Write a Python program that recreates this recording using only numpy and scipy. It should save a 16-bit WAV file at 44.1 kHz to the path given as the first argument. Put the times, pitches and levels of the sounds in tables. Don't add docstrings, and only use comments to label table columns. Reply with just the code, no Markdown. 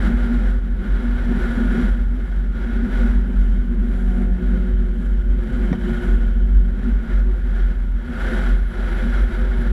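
import sys
import numpy as np
from scipy import signal
from scipy.fft import rfft, irfft
from scipy.io import wavfile
from scipy.ndimage import uniform_filter1d

SR = 44100
rng = np.random.default_rng(int(sys.argv[2]) if len(sys.argv) > 2 else 0)


def output_pcm(signal):
    pcm = np.clip(np.atleast_2d(signal).T, -1, 1) * 32767
    wavfile.write(sys.argv[1], SR, np.round(pcm).astype(np.int16))


N = 428652
T = np.arange(N) / SR

# (time [s], level change [dB], half length [s])
MOUNT_JOLTS = [(.83, -13, 0.026), (.925, 6, 0.017), (1.022, -9, 0.013), (1.52, -5.5, 0.12), (1.78, -8, .04),
               (1.937, 5, 0.06), (2.288, -13, 0.017), (2.55, -9, 0.027), (2.69, -12, .02),
               (2.874, -11, 0.039), (3.17, 6.5, 0.023), (3.3, -14, 0.021), (4.28, 3, .06),
               (4.41, -15, .025), (5.491, -13, 0.037), (5.769, -9.5, .07), (6.02, -10, .02),
               (6.12, 5.5, 0.031), (6.417, 4, .05), (6.597, 9, 0.051), (6.792, -5.5, .05),
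               (6.95, 4.5, .025), (7.056, -20, 0.028), (7.195, 4, 0.035), (7.64, 6, 0.026),
               (8.108, -16.5, 0.08), (8.312, -28, .02), (8.52, 3.5, 0.039), (8.726, -18, 0.033),
               (9.23, 7, 0.029), (9.305, -13, 0.016)]
# (time [s], relative level [dB])
ROAD_ROUGHNESS = [(0, -23.5), (.4, -25), (.68, -31.5), (.9, -27), (1.85, -25), (2.02, -34.5), (2.55, -34.5),
                  (2.75, -26), (3.05, -27.5), (3.8, -31), (4.25, -28.5), (5.2, -33.5), (5.7, -24.5),
                  (6.5, -32), (6.9, -30), (7.85, -37), (8.3, -30.5), (8.7, -37.5), (8.85, -32),
                  (9.72, -30.5)]
# (frequency [Hz], relative level [dB])
DRUM_SPECTRUM = [(135, -23), (175, -15), (250, -22.5), (300, -29), (420, -29.5), (700, -36), (1100, -42)]
# (frequency [Hz], width [Hz], relative level [dB])
CHASSIS_MODES = [(199.6, 29, -4.5), (238.6, 21, -1), (366, 31.8, -14)]
# (frequency [Hz], relative level [dB])
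RUMBLE_SPECTRUM = [(24, 0), (33, 8.5), (45, 4), (60, 13.5), (78, 2.5), (115, -4), (150, -1.5), (180, -2),
                   (230, -24)]
# (time [s], shaft rate [Hz], relative drone [dB], relative upper hum [dB])
DRIVE_CURVES = [(0, 46.96, -48, -56), (.9, 47.9, -51, -54), (1.7, 44.8, -41, -49), (2.2, 44.92, -49, -51.5),
                (2.7, 44.98, -54, -45), (3.45, 48.64, -28.5, -53.5), (3.8, 47.42, -38, -62),
                (4.0, 46.8, -31, -41.5), (4.5, 46.1, -27, -39), (5.1, 44.83, -40.5, -42.5),
                (6.0, 44.53, -39, -37), (6.5, 44.96, -36.5, -45), (7.0, 45.2, -42, -48),
                (8.6, 45.32, -49, -67), (8.85, 45.06, -46, -41), (9.1, 46.42, -47, -50),
                (9.72, 46.1, -55, -40)]
# (multiple of the shaft rate, relative level [dB])
HUM_ORDERS = [(2, -2.5), (8, 0.5), (11, -11.5), (13, -17)]
# (time [s], pitch [Hz], peak level [dB], half length [s])
BUMPS = [(0.115, 237, -14.5, .025), (0.369, 240, -24, 0.034), (0.906, 115, -28, .012),
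         (1.62, 226, -13, 0.012), (1.798, 119, -29, .025), (1.853, 215, -22, 0.005),
         (3.054, 236, -21, 0.013), (3.485, 215, -24, 0.011), (5.505, 130, -22, 0.0066),
         (5.720, 205, -7.5, 0.0032), (5.801, 215, -24, 0.0028), (5.926, 138, -24, 0.016),
         (6.24, 225, -19, 0.013), (6.877, 238.7, -21, 0.027), (8.102, 244, -24.5, 0.024),
         (8.329, 224.8, -26, 0.023), (9.6, 133.8, -26, .016)]
# (time [s], peak level [dB])
KNOCKS = [(5.7288, -16), (5.737, -25), (5.785, -33)]
# (frequency [Hz], relative level [dB], time to fall 60 dB [s])
AXLE_MODES = [(504, 8, 0.038), (748, -3, 0.057), (954, -8, 0.082), (1182, -7, 0.15), (1850, 4, 0.029),
              (2210, -0.5, 0.023), (3590, -9, 0.022), (5700, -16, 0.028)]
# (peak start [s], hold [s], rise [s], relative rush [dB], relative hiss [dB])
GUSTS = [(-0.004, .07, 0.07, -32.5, -60), (0.227, 0.25, 0.081, -38, -65.5),
         (0.887, 0.39, 0.068, -39.5, -68.5), (1.43, 0.45, .1, -35, -62), (2.275, 0.099, 0.1, -45, -72),
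         (2.615, .19, 0.055, -39.5, -69), (2.931, 0.17, .04, -36, -63.5), (3.35, 0.15, .04, -47.5, -70.5),
         (3.986, 0.21, 0.099, -44.5, -66), (4.493, 0.15, 0.054, -44, -71), (4.996, 0.061, .04, -51, -69.5),
         (5.544, 0.11, 0.082, -40.5, -66), (5.854, .1, 0.059, -38.5, -64), (6.032, .06, 0.021, -37.5, -62),
         (6.22, 0.087, 0.032, -46.5, -73), (6.86, .07, 0.051, -43.5, -73), (7.107, 0.025, 0.042, -38, -67),
         (7.55, 0.077, 0.069, -40.5, -70), (8.203, 0.28, 0.058, -33, -61), (8.77, 0.22, 0.038, -35.5, -65),
         (9.104, 0.087, 0.058, -33, -62), (9.325, 0.73, 0.044, -38.5, -67.5)]
# (frequency [Hz], relative level [dB])
RUSH_SPECTRUM = [(250, -14.5), (400, -9.5), (580, -6), (800, -8), (1100, -19.5), (1900, -13), (2500, -20.5),
                 (2800, -23), (4000, -33.5), (5300, -40.5), (6500, -50.5), (9000, -54)]
# (frequency [Hz], width [Hz], relative level [dB])
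CASE_MODES = [(360, 48, 5.5), (514, 16, 3.5), (937, 15, -6), (1447, 70, 2), (1484, 343, -3),
              (1707, 130, -6), (2120, 150, -10.5), (3023, 200, -18), (3314, 153, -16.5), (3750, 390, -21),
              (4195, 120, -26), (4540, 100, -26.5), (4900, 250, -29.5), (5685, 360, -30.5)]
# (frequency [Hz], relative level [dB])
HISS_SPECTRUM = [(4500, -23.5), (6300, -13), (8400, -13), (9700, -17), (11700, -17.5), (13000, -26),
                 (16000, -33.5)]
# (frequency [Hz], width [Hz], relative level [dB])
CASE_HIGH_MODES = [(6850, 320, -6), (7650, 750, -5), (9050, 500, -15.5), (10280, 410, -9),
                   (11000, 470, -0.5)]
# (start [s], length [s], starting pitch [Hz], level [dB])
GEAR_WHINES = [(3.9, 0.501, 736, -51), (5.852, 0.93, 702, -56.5), (7.749, .35, 963, -61.5),
               (9.3, 0.389, 949.5, -55)]
# (time [s], level [dB])
SIZZLE_LEVELS = [(0, -82), (3.0, -76), (3.4, -59), (3.9, -68), (4.7, -63), (5.3, -63.5), (6.0, -56),
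                 (6.7, -65.5), (7.3, -71), (9.7, -77)]
# (start [s], length [s], top pitch [Hz], level [dB])
SQUEAKS = [(7.2, .42, 11080, -75), (8.27, .16, 10400, -67), (8.42, .4, 11100, -67.5),
           (8.83, .3, 11100, -63.5), (9.13, .34, 11080, -68), (9.48, .4, 11120, -67)]
# (pitch [Hz], relative level [dB])
THIN_TONES = [(9489, -22.5), (9562, -22.5), (9635, -28)]


def mount_shake(swing_hz=45.74, wander_hz=1.14, level_db=-17.5, wander_db=1.4, shudder_db=1.5):
    jolts = [1 + (undb(db) - 1) * swell(time, half_s) for time, db, half_s in MOUNT_JOLTS]
    swing_db = level_db + wander_db * wander(14) + shudder_db * wander(45)
    swing = tone(swing_hz + wander_hz * wander(7.9))
    return np.prod(jolts, axis=0) * undb(swing_db) * swing


def tyres(road_db, rumble_db=-29.5, rumble_follow=0.23):
    drum = resonate(eddies(flutter_db=2.5, rate=17), DRUM_SPECTRUM, CHASSIS_MODES)
    rumble = resonate(rng.standard_normal(N), RUMBLE_SPECTRUM, [])
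    lift_db = rumble_follow * (road_db - road_db.mean())
    return undb(road_db - 0.5) * drum + undb(rumble_db + lift_db) * rumble


def drivetrain(road_db, boom_db=-5.5):
    shaft_hz, drone_db, hum_db = curves(DRIVE_CURVES)
    shaft_hz = shaft_hz * (1 + 0.00598 * wander(25))
    orders = [(4, drone_db), (5, road_db + boom_db)]
    orders += [(order, hum_db + db) for order, db in HUM_ORDERS]
    return sum(undb(db - 0.5 + 1.17 * wander(12)) * tone(order * shaft_hz) for order, db in orders)


def suspension_bumps():
    return sum(undb(db) * swell(time, half_s) * np.sin(2 * np.pi * hz * (T - time))
               for time, hz, db, half_s in BUMPS)


def axle_knocks(attack_s=0.0007, crack_s=0.0045, crack_db=-11):
    out, t = np.zeros(N), T[:SR // 4]
    soften = signal.butter(6, 6000, fs=SR, output="sos")
    attack = np.minimum(t / attack_s, 1)
    for time, peak_db in KNOCKS:
        ring = sum(undb(db - 60 * t / t60) * np.sin(2 * np.pi * hz * t + rng.uniform(0, 2 * np.pi))
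                   for hz, db, t60 in AXLE_MODES)
        crack = undb(crack_db) * np.exp(-t / crack_s) * rng.standard_normal(len(t))
        knock = signal.sosfilt(soften, attack * (ring + crack))
        start = int(time * SR)
        out[start:start + len(t)] += undb(peak_db) * knock / np.abs(knock).max()
    return out


def airflow(breeze_rush_db=-47.5, breeze_hiss_db=-74, release_s=0.052):
    rush_power, hiss_power = undb(breeze_rush_db) ** 2, undb(breeze_hiss_db) ** 2
    for start, hold, rise, rush_db, hiss_db in GUSTS:
        before, after = np.maximum(start - T, 0), np.maximum(T - start - hold, 0)
        gust = np.exp(-before / rise - (after / release_s) ** 1.05)
        rush_power += gust * undb(rush_db) ** 2
        hiss_power += gust * undb(hiss_db) ** 2
    return np.sqrt(rush_power), np.sqrt(hiss_power)


def wind(rush_gain, hiss_gain):
    force = unit_rms(eddies(flutter_db=0.85, rate=110)) + undb(-16) * grit(rate=1900, spread_db=5)
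    force *= undb(0.75 * wander(25))
    rush = undb(2.04) * resonate(force, RUSH_SPECTRUM, CASE_MODES)
    hiss = undb(1.05) * resonate(force, HISS_SPECTRUM, CASE_HIGH_MODES)
    return rush_gain * rush + hiss_gain * hiss


def eddies(flutter_db, rate):
    return rng.standard_normal(N) * undb(flutter_db * wander(rate))


def grit(rate, spread_db):
    hits = rng.random(N) < rate / SR
    polarity = rng.choice([-1, 1], N)
    strength = undb(spread_db * np.minimum(rng.exponential(size=N), 2))
    return unit_rms(hits * polarity * strength)


def gear_whine(sag=0.035):
    out = np.zeros(N)
    for start, length, hz, db in GEAR_WHINES:
        progress, envelope = note(start, length)
        gain = envelope * undb(db + 3.7 * wander(25))
        out += gain * tone(hz * (1 - sag * progress) + 6 * wander(50))
    return out


def sizzle(centre_hz=3090, width_hz=260):
    (level_db,) = curves(SIZZLE_LEVELS)
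    flicker = eddies(flutter_db=3.5, rate=110)
    skirt = [(2000, -30.5), (4000, -28.5)]
    return undb(level_db) * resonate(flicker, skirt, [(centre_hz, width_hz, 0)])


def gap_whistle(hiss_gain, pitch_hz=10930, waver_hz=35, rough_hz=20, arch_hz=430):
    waver = waver_hz * wander(70) + rough_hz * wander(500)
    whistle = undb(-14) * hiss_gain * tone(pitch_hz + 100 * wander(8) + waver)
    for start, length, top_hz, db in SQUEAKS:
        progress, envelope = note(start, length)
        squeak_hz = top_hz - arch_hz * (2 * progress - 1) ** 2
        whistle += undb(db) * envelope * tone(squeak_hz + waver)
    thin_tones = sum(undb(db) * tone(np.full(N, float(hz))) for hz, db in THIN_TONES)
    return whistle * undb(2.5 * wander(45)) + hiss_gain * thin_tones


def resonate(force, spectrum, modes):
    freqs = np.fft.rfftfreq(N, 1 / SR) + 1e-3
    hz, db = np.transpose(spectrum)
    power = undb(np.interp(np.log(freqs), np.log(hz), db)) ** 2
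    power /= 1 + (freqs / hz[-1] / 2) ** 10 + (hz[0] / freqs / 2) ** 10
    for centre, width, mode_db in modes:
        power += undb(mode_db) ** 2 / (1 + 2 * ((freqs - centre) / width) ** 2) ** 2
    return unit_rms(irfft(rfft(force) * np.sqrt(power), N))


def tone(hz):
    return np.sqrt(2) * np.sin(2 * np.pi * np.cumsum(hz) / SR)


def wander(rate):
    hold = max(int(SR / rate), 2)
    steps = np.repeat(rng.standard_normal(N)[:N // hold + 1], hold)
    return unit_rms(uniform_filter1d(uniform_filter1d(steps, hold), hold)[:N])


def swell(time, half_s):
    return np.exp(-0.5 * ((T - time) / half_s) ** 2)


def note(start, length):
    progress = np.clip((T - start) / length, 0, 1)
    return progress, np.sqrt(4 * progress * (1 - progress))


def curves(table):
    times, *columns = np.transpose(table)
    return [np.interp(T, times, column) for column in columns]


def undb(db):
    return 10 ** (np.asarray(db) / 20)


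def unit_rms(x):
    return x / np.sqrt(np.mean(x ** 2))


def scene():
    (road_db,) = curves(ROAD_ROUGHNESS)
    rush_gain, hiss_gain = airflow()
    running = mount_shake() + tyres(road_db) + drivetrain(road_db) + gear_whine()
    impacts = suspension_bumps() + axle_knocks()
    air = wind(rush_gain, hiss_gain) + sizzle() + gap_whistle(hiss_gain)
    return (running + impacts + air)[None]


def record(dry):
    top_hz, fade_s = 15600, 0.004
    hiss = undb(-72) * rng.standard_normal(dry.shape)
    high_cut = signal.ellip(10, 0.2, 80, top_hz, fs=SR, output="sos")
    fades = np.minimum(np.minimum(T, T[-1] - T) / fade_s, 1)
    return fades * signal.sosfilt(high_cut, dry + hiss)


dry = scene()
out = record(dry)
output_pcm(out)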